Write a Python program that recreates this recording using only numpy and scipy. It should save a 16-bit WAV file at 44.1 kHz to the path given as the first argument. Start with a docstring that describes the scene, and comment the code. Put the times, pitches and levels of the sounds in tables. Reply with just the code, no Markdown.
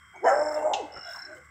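"""A horse snorting at night

A tethered horse snorts in a yard beside a sheet-metal fence. Turbulent air excites the resonances of
its nostrils and sets their flaps humming, then is drawn softly back in; a hoof paws the dirt.
An insect's wing strokes make two trills, and something hard knocks once and rings in damped modes.
Fence and ground reflect the sound, and a faint hum lies under the night air."""
import sys
import numpy as np
from scipy import signal
from scipy.fft import rfft, irfft
from scipy.io import wavfile
from scipy.ndimage import uniform_filter1d

SR = 44100
rng = np.random.default_rng(int(sys.argv[2]) if len(sys.argv) > 2 else 0)


def transcribe(u):
    """Save the signal u as a 16-bit wav file named by the first command-line argument.

    u: samples, shape (n,) or (channels, n), limited to [-1, 1]; the rate is SR.
    q: integer samples, one column per channel.
    """
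    v = np.clip(np.atleast_2d(u).T, -1, 1)
    q = np.round(v * 32767).astype(np.int16)
    wavfile.write(sys.argv[1], SR, q)


N = 66150
T = np.arange(N) / SR


def snort_tone():
    """Flow-induced vibration: the nostrils glide open, hum over a subharmonic purr, and sag shut."""
    # the nostrils' tone: time_s, pitch_hz, level_db
    tone_curve = [(.248, 735, -50), (.263, 718, -22), (.277, 668, -18), (.29, 660, -19), (.305, 650, -30),
                  (.318, 548, -21), (.335, 562, -19), (.35, 592, -29), (.385, 592, -25), (.422, 602, -23),
                  (.446, 606, -37), (.468, 608, -24), (.5, 609, -38), (.518, 609, -29), (.536, 595, -38),
                  (.552, 604, -29), (.576, 608, -24), (.605, 600, -41), (.635, 612, -31), (.658, 620, -21),
                  (.69, 615, -33), (.72, 615, -48), (.75, 615, -80)]
    # its harmonics: pitch_multiple, gain_db
    tone_partials = [(1, 0), (2, -22.5)]
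    # the flaps beating at half that pitch in steady flow: time_s, level_db
    purr_curve = [(.3, -82), (.37, -52), (.46, -44.5), (.56, -51), (.66, -48), (.71, -58), (.75, -70)]
    # odd harmonics of that beat: tone_pitch_multiple, gain_db
    purr_partials = [(.5, 0.5), (1.5, 7.5), (2.5, -3.5), (3.5, -9.5)]
    # glides as the nostrils open and close: time_s, pitch_hz, level_db
    opening_curve = [(.21, 320, -59), (.228, 360, -41), (.24, 430, -28), (.25, 476, -19), (.262, 500, -22),
                     (.277, 495, -28), (.3, 530, -60), (.32, 530, -86)]
    closing_curve = [(.7, 800, -63), (.715, 810, -36), (.73, 822.3, -28), (.748, 820.5, -36.5),
                     (.765, 812.6, -28), (.778, 533, -43.5), (.8, 478, -33), (.82, 357, -45),
                     (.84, 304, -42), (.87, 302, -60), (.9, 290, -71)]
    hz, db = in_time(tone_curve)
    hum = vibration(hz, db, tone_partials, rough_rad=.05) * during(tone_curve)
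    purr = vibration(hz, in_time(purr_curve)[0], purr_partials, rough_rad=.21) * during(purr_curve)
    opening = vibration(*in_time(opening_curve), [(1, -3), (2, -7)], rough_rad=.18)
    closing = vibration(*in_time(closing_curve), [(1, 1), (2, -40)], rough_rad=.47)
    return high_pass(hum + purr + opening * during(opening_curve) + closing * during(closing_curve), 200)


def vibration(hz, db, partials, rough_rad, jitter=.008, shimmer_db=1.2):
    """Soft tissue oscillates unsteadily: pitch jitters, and each partial wavers in level and phase."""
    phase = 2 * np.pi * np.cumsum(hz * (1 + jitter * drift(45))) / SR
    tone = np.zeros(N)
    for multiple, gain_db in partials:
        amplitude = np.sqrt(2) * from_db(db + gain_db + shimmer_db * drift(50))
        tone += amplitude * np.sin(multiple * (phase + rough_rad * drift(46)))
    return tone


def snort_air():
    """Turbulence in the nostrils: a resonant rush, with rasp, hiss and a spurt of spray above it."""
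    # air blown out: time_s, level_db, resonance_hz
    blow_curve = [(.21, -64, 350), (.228, -49, 402.2), (.245, -31.5, 620.5), (.262, -24.5, 699.5),
                  (.29, -31.5, 703.4), (.335, -30.5, 665.3), (.35, -31, 669.3), (.39, -27.5, 683.4),
                  (.445, -38.5, 700), (.54, -40.5, 720), (.61, -35, 722.7), (.66, -35, 717.3),
                  (.685, -30, 723.4), (.73, -30, 759.4), (.775, -36.5, 757.8), (.81, -39.5, 708.3),
                  (.86, -43.5, 698.4), (.9, -49, 652), (.97, -47.5, 645.3), (1.03, -66, 660)]
    # envelopes of rasp and hiss: time_s, relative_db
    rasp_curve = [(.225, -68), (.245, -43), (.264, -31), (.29, -29.5), (.345, -33), (.39, -39.5),
                  (.44, -43), (.6, -43.5), (.68, -55.5), (.78, -63), (.87, -80)]
    hiss_curve = [(.24, -78), (.27, -53.5), (.4, -51.5), (.48, -54), (.58, -55), (.69, -56), (.73, -58.5),
                  (.8, -61), (.87, -90)]
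    # spectra of rasp, hiss and spray: frequency_hz, density_db
    rasp_colour = [(700, -44), (950, 4.5), (1150, -0.5), (1350, 2), (1600, 1), (1850, -3), (2150, -8.5),
                   (2420, -23), (3000, -35), (3400, -39), (4500, -64.5)]
    hiss_colour = [(4500, -42), (5900, -8.5), (6700, -19), (7400, 6), (8300, -7), (9400, -22),
                   (10500, -14.5), (11800, -35), (15000, -31)]
    spray_colour = [(5000, -34), (6100, -0.5), (7200, 5), (8300, -11.5), (9500, -19), (10400, -8.5),
                    (12200, -23), (13200, -39.5)]
    db, hz = in_time(blow_curve)
    rush = high_pass(from_db(db) * resonant_air(hz, width_hz=325), 267) * during(blow_curve)
    rasp = from_db(in_time(rasp_curve)[0] - 1) * coloured(rasp_colour) * during(rasp_curve)
    hiss = from_db(in_time(hiss_curve)[0] - .5) * coloured(hiss_colour) * during(hiss_curve)
    spray = from_db(-46.5) * swell(.29, .043) * coloured(spray_colour)
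    return (rush + rasp + hiss + spray) * flapping()


def flapping(flap_hz=125, unevenness=.08, flap_db=3, flutter_db=1.5):
    """Amplitude modulation: the gain of the airflow as the nostril flaps beat a little unevenly."""
    phase = 2 * np.pi * np.cumsum(flap_hz * (1 + unevenness * drift(30.3))) / SR
    return from_db(flap_db * np.sin(phase) + flutter_db * drift(65))


def whistles():
    """Narrow resonances flare up and glide as the airway changes shape."""
    # whistles in the nostrils: centre_s, length_s, level_db, pitch_hz, glide_hz_per_s
    flares = [(.305, 0.059, -23, 785, 700), (.318, 0.034, -29.5, 1335, -300),
              (0.28, 0.033, -33, 1760, -4000), (0.35, 0.079, -36, 1570, -300),
              (0.278, 0.031, -49.5, 3020, 5.5), (0.6, 0.057, -58.5, 2740, -1.5),
              (0.711, 0.034, -30, 725, 0), (.81, .07, -38.5, 815, -300), (1.03, 0.19, -58, 2870, -400),
              (1.091, 0.062, -59.5, 3390, 0), (1.098, 0.084, -61, 3860, -1500), (.535, .025, -37.5, 895, 0),
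              (.64, 0.035, -37.5, 885, 0), (0.62, 0.032, -38, 780, 0), (1.228, 0.11, -65, 4066, 301)]
    out = np.zeros(N)
    for s, length, db, hz, glide in flares:
        whistle = resonant_air(hz + glide * (T - s), width_hz=12.3 + .021 * hz)
        out += from_db(db) * swell(s, length) * whistle
    return out


def intake():
    """Air drawn back in excites a narrow resonance amid softer broadband turbulence."""
    # the inward breath: time_s, level_db, resonance_hz
    breath_curve = [(.93, -90, 1272), (.965, -44.5, 1350), (1.025, -53, 1460), (1.08, -44.5, 1488),
                    (1.15, -45, 1532), (1.25, -48.5, 1575), (1.33, -51, 1528), (1.42, -60.5, 1514),
                    (1.47, -88, 1427)]
    # its broadband spectrum: frequency_hz, density_db
    breath_colour = [(450, -37), (750, 9.5), (1000, -8), (1250, -4), (2100, 3), (2400, -8.5), (3500, -23),
                     (4500, -34), (7600, -7), (9500, -34), (15000, -42)]
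    db, hz = in_time(breath_curve)
    breath = resonant_air(hz, width_hz=170) + from_db(-8.5) * coloured(breath_colour)
    return from_db(db) * during(breath_curve) * breath


def puffs():
    """Band-limited noise swells softly as the horse moves and paws."""
    # puffs and scuffs: centre_s, length_s, level_db, centre_hz, width_hz
    scuffs = [(0.1616, 0.025, -46.5, 810, 210), (0.18, 0.046, -56, 370, 63), (0.18, .05, -50.5, 2250, 52),
              (.975, 0.023, -48, 1100, 1500), (1.0926, 0.06, -45, 680, 92), (1.165, 0.031, -45, 1100, 360),
              (1.321, 0.051, -47, 620, 44), (1.387, 0.035, -53.5, 510, 38), (1.316, 0.095, -56, 350, 74)]
    return sum(from_db(db) * swell(s, length) * resonant_air(hz, width)
               for s, length, db, hz, width in scuffs)


def hoof():
    """A heavily damped impact: the hoof lands on dirt with a dull, low thud."""
    soft_blow = uniform_filter1d(dying(.966, t60_s=.1), size=130)
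    return from_db(-52) * soft_blow * resonant_air(125, width_hz=70)


def scrapes(grains_per_s=2200, spread_db=4):
    """Friction as a stream of random impulses: grit crackles under the dragging hoof."""
    # drags through dry dirt: centre_s, length_s, level_db
    drags = [(0.545, 0.11, -62), (1.136, 0.095, -60), (1.366, 0.031, -66), (1.457, 0.022, -72)]
    # spectrum of the grit: frequency_hz, density_db
    grit_colour = [(3000, -4), (8000, 4), (10500, -6.5), (12000, -14.5), (14000, 1.5), (15500, -7)]
    sizes = from_db(spread_db * rng.standard_normal(N)) * rng.choice([-1, 1], N)
    grit = tinted(sizes * (rng.random(N) < grains_per_s / SR), grit_colour)
    return grit * sum(from_db(db) * swell(s, length) for s, length, db in drags)


def ticks(t60_s=.049):
    """Bits of grit and straw snap, and each rings in one damped mode."""
    # snaps: start_s, level_db, pitch_hz
    snaps = [(.16, -54, 6420), (.562, -54.5, 3580), (.588, -55, 3220), (1.33, -53, 7690), (1.33, -38, 1507),
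             (1.349, -51, 7670), (1.371, -55.5, 3060), (1.455, -57, 7590)]
    return sum(from_db(db) * uniform_filter1d(dying(s, t60_s), size=40) * sine(hz, s)
               for s, db, hz in snaps)


def insect(full_stroke_db=-35, sag_hz_per_s=24500, wing_band_hz=(4900, 5850)):
    """Stridulation: each wing stroke is a falling whistle, shorter and lower when weak."""
    # wing strokes: start_s, relative_db
    strokes = [(.240, -44), (.257, -40.5), (.275, -39), (.294, -39), (.312, -39), (.332, -39.5), (.35, -38),
               (.369, -38), (.389, -37.5), (.409, -37.5), (.431, -38), (.455, -36.5), (.481, -36),
               (.511, -37), (.54, -36), (.919, -44), (.935, -41.5), (.952, -39.5), (.97, -39),
               (.988, -38.5), (1.007, -37.5), (1.026, -37), (1.045, -36.5), (1.065, -36.5), (1.086, -37),
               (1.106, -35.5), (1.13, -35.5), (1.157, -35.5), (1.186, -35), (1.217, -35), (1.248, -35)]
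    trill = np.zeros(N)
    for s, db in strokes:
        t, effort_db = T - s, db - full_stroke_db
        length_s, start_hz = .0142 * np.exp(.035 * effort_db), 5540 + 16 * effort_db
        progress = np.clip(t / length_s, 0, 1)
        cycles = start_hz * t - sag_hz_per_s * t * t / 2
        late_swell = np.tanh(2 * np.sin(np.pi * progress ** 1.3))
        catch = 1 - .7 * np.exp(-((progress - .61) / .08) ** 2)  # the wing catches briefly
        trill += from_db(db - .5) * catch * late_swell * np.sin(2 * np.pi * cycles)
    wing_band = signal.butter(3, wing_band_hz, "band", fs=SR, output="sos")
    trill = signal.sosfilt(wing_band, trill * from_db(drift(110)))
    fence_echo = from_db(-12.5) * delayed(trill, .0072)
    return trill + fence_echo + from_db(-12.5) * yard(trill)


def knock(start_s=.7365, ring_db=-30):
    """A hard impact excites damped modes, with a crack, a tail off the fence and a small rebound."""
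    # two brief contacts: centre_s, peak_db, pitch_hz
    contact_pulses = [(.7352, -25, 6200), (.7368, -18, 3300)]
    # ringing modes: frequency_hz, gain_db, t60_s
    modes = [(2616, -15.5, .5), (2778, -3, .075), (3080, -13, .033), (3443, -9, .1), (3570, -6.5, 0.1),
             (4020, -9.5, 0.056), (4300, -15, 0.088), (5243, -15.5, 0.13), (6261, -9, 0.056),
             (6756, -9, 0.047), (7260, -12.5, 0.097)]
    # spectrum of crack and tail: frequency_hz, density_db
    crack_colour = [(1500, -12.5), (2450, -8.5), (2800, 2), (3700, -2.5), (4500, -10), (6400, -7),
                    (7400, -16.5), (8500, -26), (11000, -40), (15000, -54.5)]
    contacts = sum(from_db(db) * swell(s, .0006) * sine(hz, s) for s, db, hz in contact_pulses)
    ring = sum((-1) ** k * from_db(ring_db + db) * dying(start_s, t60) * sine(hz, start_s)
               for k, (hz, db, t60) in enumerate(modes))
    crack = from_db(-34) * dying(start_s, t60_s=.059)
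    tail = from_db(-40.5) * dying(start_s, t60_s=.41)
    low_pass = signal.butter(6, 8200, fs=SR, output="sos")
    clack = signal.sosfilt(low_pass, contacts + ring + (crack + tail) * coloured(crack_colour))
    rebound = from_db(-10.5) * delayed(clack, .008)
    return clack + rebound


def yard(x):
    """Reverberation: diffuse reflections from fence and ground decay exponentially."""
    tail = rng.standard_normal(N) * dying(.014, t60_s=.35)
    return signal.fftconvolve(x, tail / np.sqrt(np.sum(tail ** 2)))[:N]


def night(hum_hz=76, waver_db=1.5):
    """The ambient noise floor: faint outdoor air, a wavering low hum and a thin ring that fades."""
    # envelope of the hum: time_s, level_db
    hum_curve = [(0, -64), (.2, -72.5), (.28, -83.5), (.34, -63), (.8, -64), (1.2, -76), (1.38, -71),
                 (1.46, -60.5)]
    # spectrum of the night air: frequency_hz, density_db
    air_colour = [(30, -25.5), (75, -1), (110, 3.5), (200, -3), (330, -14.5), (800, -21), (1130, 6),
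                  (1270, -1.5), (1450, 8), (1850, -5.5), (2080, 10.5), (2400, -18.5), (3200, -17),
                  (4200, -35), (5400, -13.5), (6400, -31), (7700, -9.5), (9500, -28.5), (15000, -33)]
    hum_amplitude = np.sqrt(2) * from_db(in_time(hum_curve)[0] + waver_db * drift(4.8))
    hum = hum_amplitude * np.sin(2 * np.pi * hum_hz * T + .5 * drift(5))
    ring = from_db(-65.5) * swell(.08, .24) * resonant_air(3200, width_hz=50)
    return hum + ring + from_db(-54.5) * coloured(air_colour)


def resonant_air(hz, width_hz):
    """Turbulence in a steep-sided resonance that may move; its slow level is evened out."""
    sos = np.vstack([signal.butter(2, np.clip(edge_hz, 10, SR / 4), fs=SR, output="sos")
                     for edge_hz in (width_hz / 2, 2.5 * width_hz)])
    in_phase, quadrature = signal.sosfilt(sos, rng.standard_normal((2, 2 * N)))[:, N:]
    phase = 2 * np.pi * np.cumsum(hz * np.ones(N)) / SR
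    slow_level = np.sqrt(uniform_filter1d(in_phase ** 2 + quadrature ** 2, size=900) / 2)
    return (in_phase * np.cos(phase) + quadrature * np.sin(phase)) / slow_level


def coloured(spectrum):
    """Gaussian noise of rms 1 with the given spectrum."""
    return tinted(rng.standard_normal(N), spectrum)


def tinted(x, spectrum):
    """Spectral shaping: filter x by a curve of (Hz, dB) and scale to rms 1."""
    hz, db = np.transpose(spectrum)
    f = np.maximum(np.arange(N // 2 + 1) * SR / N, 1)
    bass_skirt = np.minimum(f / hz[0], 1) ** 2
    gain = from_db(np.interp(np.log(f), np.log(hz), db))
    return rms_one(irfft(rfft(x) * bass_skirt * gain, N))


def drift(rate_hz):
    """Slow random fluctuation: low-passed noise of rms 1."""
    pole = np.exp(-2 * np.pi * rate_hz / SR)
    return rms_one(signal.lfilter([1], [1, -2 * pole, pole * pole], rng.standard_normal(2 * N))[N:])


def in_time(rows):
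    """A curve's columns, interpolated at every sample."""
    s, *columns = np.transpose(rows)
    return [np.interp(T, s, column) for column in columns]


def during(rows):
    """A gate, open from a curve's first point to its last, with 10 ms fades."""
    return np.clip(np.minimum(T - rows[0][0], rows[-1][0] - T) * 100 + 1, 0, 1)


def swell(centre_s, length_s):
    """A Gaussian rise and fall."""
    return np.exp(-2 * ((T - centre_s) / length_s) ** 2)


def dying(start_s, t60_s):
    """Exponential decay after a blow."""
    return (T >= start_s) * from_db(-60 * np.maximum(T - start_s, 0) / t60_s)


def sine(hz, zero_s):
    """Simple harmonic motion with phase zero at zero_s."""
    return np.sin(2 * np.pi * hz * (T - zero_s))


def delayed(x, delay_s):
    """The same wave arriving later."""
    return np.interp(T - delay_s, T, x)


def high_pass(x, hz):
    """Fourth-order bass cut."""
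    return signal.sosfilt(signal.butter(4, hz, "high", fs=SR, output="sos"), x)


def from_db(db):
    """Decibels to gain."""
    return 10 ** (np.asarray(db) / 20)


def rms_one(x):
    """Scale to rms 1."""
    return x / np.sqrt(np.mean(x ** 2) + 1e-20)


def scene():
    """Superposition: horse, reflections, insect, knock and night air add at one point."""
    horse_noise = snort_air() + whistles() + intake() + puffs() + hoof() + scrapes() + ticks()
    tone = snort_tone()
    reflections = yard(from_db(-10) * horse_noise + from_db(-20) * tone)
    return (horse_noise + tone + reflections + insect() + knock() + night())[None]


def record(dry, cutoff_hz=15700):
    """Band limiting: an elliptic low-pass cuts the top steeply."""
    return signal.sosfilt(signal.ellip(12, .1, 80, cutoff_hz, fs=SR, output="sos"), dry)


dry = scene()
out = record(dry)
transcribe(out)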